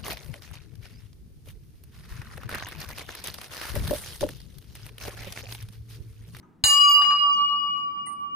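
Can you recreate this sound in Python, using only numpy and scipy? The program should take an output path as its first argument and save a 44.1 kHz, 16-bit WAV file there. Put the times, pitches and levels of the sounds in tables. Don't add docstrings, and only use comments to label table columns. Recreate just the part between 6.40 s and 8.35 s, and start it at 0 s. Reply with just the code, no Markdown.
import sys
import numpy as np
from scipy import signal
from scipy.fft import rfft, irfft
from scipy.io import wavfile

SR = 44100
rng = np.random.default_rng(int(sys.argv[2]) if len(sys.argv) > 2 else 0)


def int16_out(signal):
    q = np.round(np.clip(np.atleast_2d(signal).T, -1, 1) * 32767)
    wavfile.write(sys.argv[1], SR, q.astype(np.int16))


N = 85995
T = np.arange(N) / SR
HZ = np.fft.rfftfreq(N, 1 / SR)
STRIKE_S, ATTACK_S = .2385, .0007
PRIME_HZ, HUM_HZ = 2890.6, 1156.9

# t/s, left level/dB, right level/dB, right lag/ms
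PRIME_AT_MICS = [(0.24, -15, -19.0, -0.094), (0.27, -29, -16.5, -0.053), (0.31, -14.5, -15.5, 0.12),
                 (0.42, -10, -22.5, -0.0011), (0.48, -12.5, -20, -0.042), (0.56, -16.5, -8, 0.24),
                 (0.61, -16, -17.5, 0.27), (0.66, -13, -31.5, 0.26), (0.72, -16.5, -25, -0.097),
                 (0.81, -31, -16.0, 0.053), (0.91, -18.5, -20, 0.19), (0.97, -23, -25.0, 0.1),
                 (1.06, -20, -25, 0.1), (1.16, -21.5, -43.5, 0.031), (1.3, -25.5, -30.5, 0.08),
                 (1.43, -29, -42.0, -0.14), (1.52, -46, -40.5, -0.2), (1.61, -31.0, -41.5, -0.21),
                 (1.72, -48.0, -54.5, -0.024), (1.82, -47, -51.0, 0.095), (1.95, -39.5, -41.5, 0.18)]
# t/s, left level/dB, right level/dB, left beat/Hz, right beat/Hz, right lag/ms
HUM_AT_MICS = [(0.24, -29.5, -29, 4.44, 3.04, 0.1), (0.42, -17.5, -16.5, 8.62, 2.01, 0.085),
               (0.6, -24, -18, 5.99, 11.78, 0.42), (0.8, -19, -20.5, 9.74, 3.78, -0.74),
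               (1.0, -24.5, -18, 6.33, 8.25, -0.27), (1.2, -25, -26.5, 8.76, 6.97, -0.38),
               (1.45, -26.5, -29.5, 7.42, 7.003, -0.28), (1.7, -38, -31.5, 6, 7.8, -0.19),
               (1.95, -32, -28.5, 6.8, 7.64, 0.02)]
# first trough/s, weaker tone/ratio
HUM_TROUGHS = [(.239, 0.6), (.302, 0.69)]
# f/Hz, split/Hz, level/dB, t60/s
UPPER_PAIRS = [(1747, 3.6, -51, 1.4), (2314.4, 14, -39.5, 3.23), (4074, 8.7, -36, 1.7),
               (4867.4, 28, -16.5, 1.496), (5823, 8.9, -46, 1.2), (6685, 9, -27, .4),
               (6734, 4.9, -20, 0.82), (7170, 4, -24.5, 0.86), (8005, 7, -43.5, .55),
               (8320, 5, -18.5, 0.35), (10145, 8.8, -25, 0.55), (11130, 27, -24, 0.48),
               (14515, 9, -44, .45)]
# f/Hz, relative level/dB
SHIMMER_SPECTRUM = [(5000, -40.5), (6700, -1.5), (8300, 7), (9000, -32.5), (10100, -6), (11300, -6.5),
                    (12100, -31), (13300, -1), (15500, -4.5), (16500, -16)]
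# f/Hz, relative level/dB
CLACK_SPECTRUM = [(30, -5), (100, 2.5), (165, -17), (420, -20), (810, -8), (1400, -11.5), (2000, -5),
                  (3200, -15), (4150, 8.5), (5400, -21.5), (8000, -32.5), (12000, -30.5), (16000, -16.5)]
# f/Hz, level/dB, t60/s
WOOD_MODES = [(55.4, -35.5, .12), (85, -33, 0.088), (290, -42, 0.085), (468.5, -45.5, .28), (800, -37, .35),
              (842, -40.5, 0.6), (1034, -37, .25), (1512, -34, .15), (1875, -35.5, .17)]
# t/s, level/dB, tilt/(dB per octave)
STAND_KNOCKS = [(0.029, -53.5, -7), (0.6177, -30.5, 2.5), (.6444, -35, -4), (0.7074, -33, 5),
                (1.568, -54.5, -10.5), (1.667, -52, -9.5)]
# f/Hz, relative level/dB
KNOCK_SPECTRUM = [(200, -21.5), (500, -16.5), (800, 9), (1500, 10), (2200, 3.5), (3200, -5), (4200, -0.5),
                  (5400, -19), (9000, -23), (16000, -39)]
# t/s, rise/s, f/Hz, ring level/dB, t60/s, scrape level/dB, scrape width/octaves
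HOOK_CHINKS = [(.025, .005, 6200, -79, .15, -78, 0.19), (0.4889, 0.014, 13200, -30, 0.29, -58, 0.81),
               (.5094, .002, 13600, -47.5, 0.15, -43, 1), (0.9268, 0.0047, 6060, -55, 0.21, -54, 0.09),
               (1.362, 0.028, 6913, -64.5, 0.27, -62.5, 0.79),
               (1.658, 0.0035, 8915, -40, 0.29, -47.5, 0.11), (1.66, 0.01, 10330, -55, 0.4, -52.5, 0.1),
               (1.665, 0.0042, 1990, -45.5, .16, -73, .3)]
# f/Hz, t60/s
ROOM_DECAY = [(80, .12), (300, 0.45), (900, 0.61), (4000, 0.38), (9000, 0.33), (15000, 0.13)]
# f/Hz, relative level/dB
RUMBLE_SPECTRUM = [(20, -7), (50, -13.5), (90, -2.5), (200, 3.5), (350, -3), (550, -20.5), (900, -15),
                   (2000, -28.5), (4000, -38.5), (6000, -42), (16000, -47)]
# t/s, level/dB
RUMBLE_LEVELS = [(0, -54.5), (.22, -58), (.35, -73), (.6, -57), (1., -55), (1.95, -54.5)]


def prime():
    left_db, right_db, lag_ms = curves(PRIME_AT_MICS)
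    return amp([left_db, right_db]) * (carrier(PRIME_HZ, lag_ms) * flutter(depth=.097)).imag


def hum():
    left_db, right_db, left_hz, right_hz, lag_ms = curves(HUM_AT_MICS)
    pairs = []
    for db, beat_hz, (trough_s, twin) in zip((left_db, right_db), (left_hz, right_hz), HUM_TROUGHS):
        beats = np.cumsum(beat_hz) / SR
        turn = np.exp(1j * np.pi * (beats - np.interp(trough_s, T, beats)))
        pairs.append(amp(db) * (turn - twin / turn))
    return (np.array(pairs) * carrier(HUM_HZ, lag_ms)).imag


def overtones(twin_db=-1, spread_rad=.35, ducked_gain=.46, recovery_s=.36):
    out, age = np.zeros((2, N)), np.maximum(T - STRIKE_S, 0)
    for hz, split_hz, db, t60 in UPPER_PAIRS:
        beat = np.exp(1j * (np.pi * (split_hz * age + rng.random()) + spread_rad * sway()))
        phase = 2 * np.pi * (hz * age + rng.random()) + sway()
        pair = (1 / beat + amp(twin_db) * beat) * np.exp(1j * phase) * flutter(depth=.26)
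        out += amp(db) * fade(STRIKE_S, t60) * pair.imag
    recovery = 1 - (1 - ducked_gain) * np.exp(-age / recovery_s)
    return out * onset(STRIKE_S, ATTACK_S) * recovery


def shimmer(count=110, level_db=-29):
    place, size, life = rng.random((count, 3)).T
    span_hz = SHIMMER_SPECTRUM[0][0], SHIMMER_SPECTRUM[-1][0]
    mode_hz = np.interp(np.arange(count) + place, [0, count], span_hz)
    gains = unit(amp(over_pitch(SHIMMER_SPECTRUM, mode_hz)) * size) * np.sqrt(2 / count)
    t60s = .2992 + .952 * life
    return amp(level_db) * sum(gain * ring(hz, t60) for hz, gain, t60 in zip(mode_hz, gains, t60s))


def beater(clack_db=-15):
    wood = sum(amp(db) * ring(hz, t60) for hz, db, t60 in WOOD_MODES)
    return amp(clack_db) * hit(STRIKE_S, over_pitch(CLACK_SPECTRUM), t60=.05, wet_db=-3) + wood


def knocks():
    octaves = np.log2((HZ + 100) / 2000)
    return sum(amp(db) * hit(start, over_pitch(KNOCK_SPECTRUM) + tilt * octaves, t60=.081, wet_db=-2)
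               for start, db, tilt in STAND_KNOCKS)


def chinks(half_width_hz=23, skirt_db=-34.5):
    out = np.zeros((2, N))
    for start, rise, hz, ring_db, t60, scrape_db, width in HOOK_CHINKS:
        tone = noise(resonance_db(hz, half_width_hz))
        out += amp(ring_db) * tone * onset(start, rise) * fade(start, t60)
        band = np.exp(-(np.log2((HZ + 1) / hz) / width) ** 2) + amp(skirt_db)
        out += amp(scrape_db) * hit(start, 20 * np.log10(band), t60=.2, wet_db=-3.5, rise=rise)
    return out


def hit(start, shape_db, t60, wet_db, rise=ATTACK_S):
    shape_db = shape_db + ripple()
    tail = room_tail(start, shape_db)
    burst = noise(shape_db, likeness=.27) * fade(start, t60)
    return onset(start, rise) * (burst + amp(wet_db) * tail / 2)


def ripple(depth_db=8, spacing_hz=89.6):
    heights = rng.standard_normal(4096)
    return depth_db * np.interp(HZ / spacing_hz, np.arange(len(heights)), heights)


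def sway():
    speed, phase = rng.random((2, 2, 8, 1))
    rate_hz = .75 + 1.5 * speed
    return np.array([unit(waves.sum(0)) for waves in np.sin(2 * np.pi * (rate_hz * T + phase))])


def flutter(depth, rate_hz=25.2):
    shape_db = resonance_db(0, rate_hz)
    return 1 + depth * (noise(shape_db) + 1j * noise(shape_db))


def room_tail(start, shape_db):
    hz, t, bands = signal.stft(noise(shape_db), SR, nperseg=256)
    decay = fade(start, over_pitch(ROOM_DECAY, hz)[:, None], t)
    return signal.istft(bands * decay, SR)[1][:, :N]


def rumble():
    return amp(curves(RUMBLE_LEVELS)) * noise(over_pitch(RUMBLE_SPECTRUM), likeness=.73)


def carrier(hz, lag_ms):
    age = np.array([T, T - lag_ms / 1000]) - STRIKE_S
    return np.exp(2j * np.pi * hz * age) * onset(STRIKE_S, ATTACK_S)


def ring(hz, t60, max_lag_s=.0005):
    age = T - STRIKE_S - max_lag_s * rng.random((2, 1))
    return np.sin(2 * np.pi * hz * age) * onset(STRIKE_S, ATTACK_S) * fade(STRIKE_S, t60)


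def noise(shape_db, likeness=0):
    left, other = rng.standard_normal((2, N))
    right = likeness * left + np.sqrt(1 - likeness ** 2) * other
    return unit(irfft(rfft([left, right]) * amp(shape_db), N))


def resonance_db(hz, half_width_hz):
    return -20 * np.log10(1 + ((HZ - hz) / half_width_hz) ** 2)


def onset(start, rise):
    return np.clip((T - start) / rise, 0, 1)


def fade(start, t60, t=T):
    return np.exp(-np.log(1000) * np.maximum(t - start, 0) / t60)


def curves(rows):
    times, *columns = np.transpose(rows)
    return [np.interp(T, times, column) for column in columns]


def over_pitch(points, hz=HZ):
    f, value = np.transpose(points)
    return np.interp(np.log(hz + 1), np.log(f), value)


def amp(db):
    return 10 ** (np.asarray(db) / 20)


def unit(x):
    return x / np.sqrt(np.mean(x ** 2) + 1e-20)


def scene():
    bell = prime() + hum() + overtones() + shimmer()
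    return bell + beater() + knocks() + chinks() + rumble()


def record(dry):
    taps = signal.firwin(255, 16000, window=("kaiser", 9), fs=SR)
    return signal.oaconvolve(dry, taps[None], "same")


dry = scene()
out = record(dry)
int16_out(out)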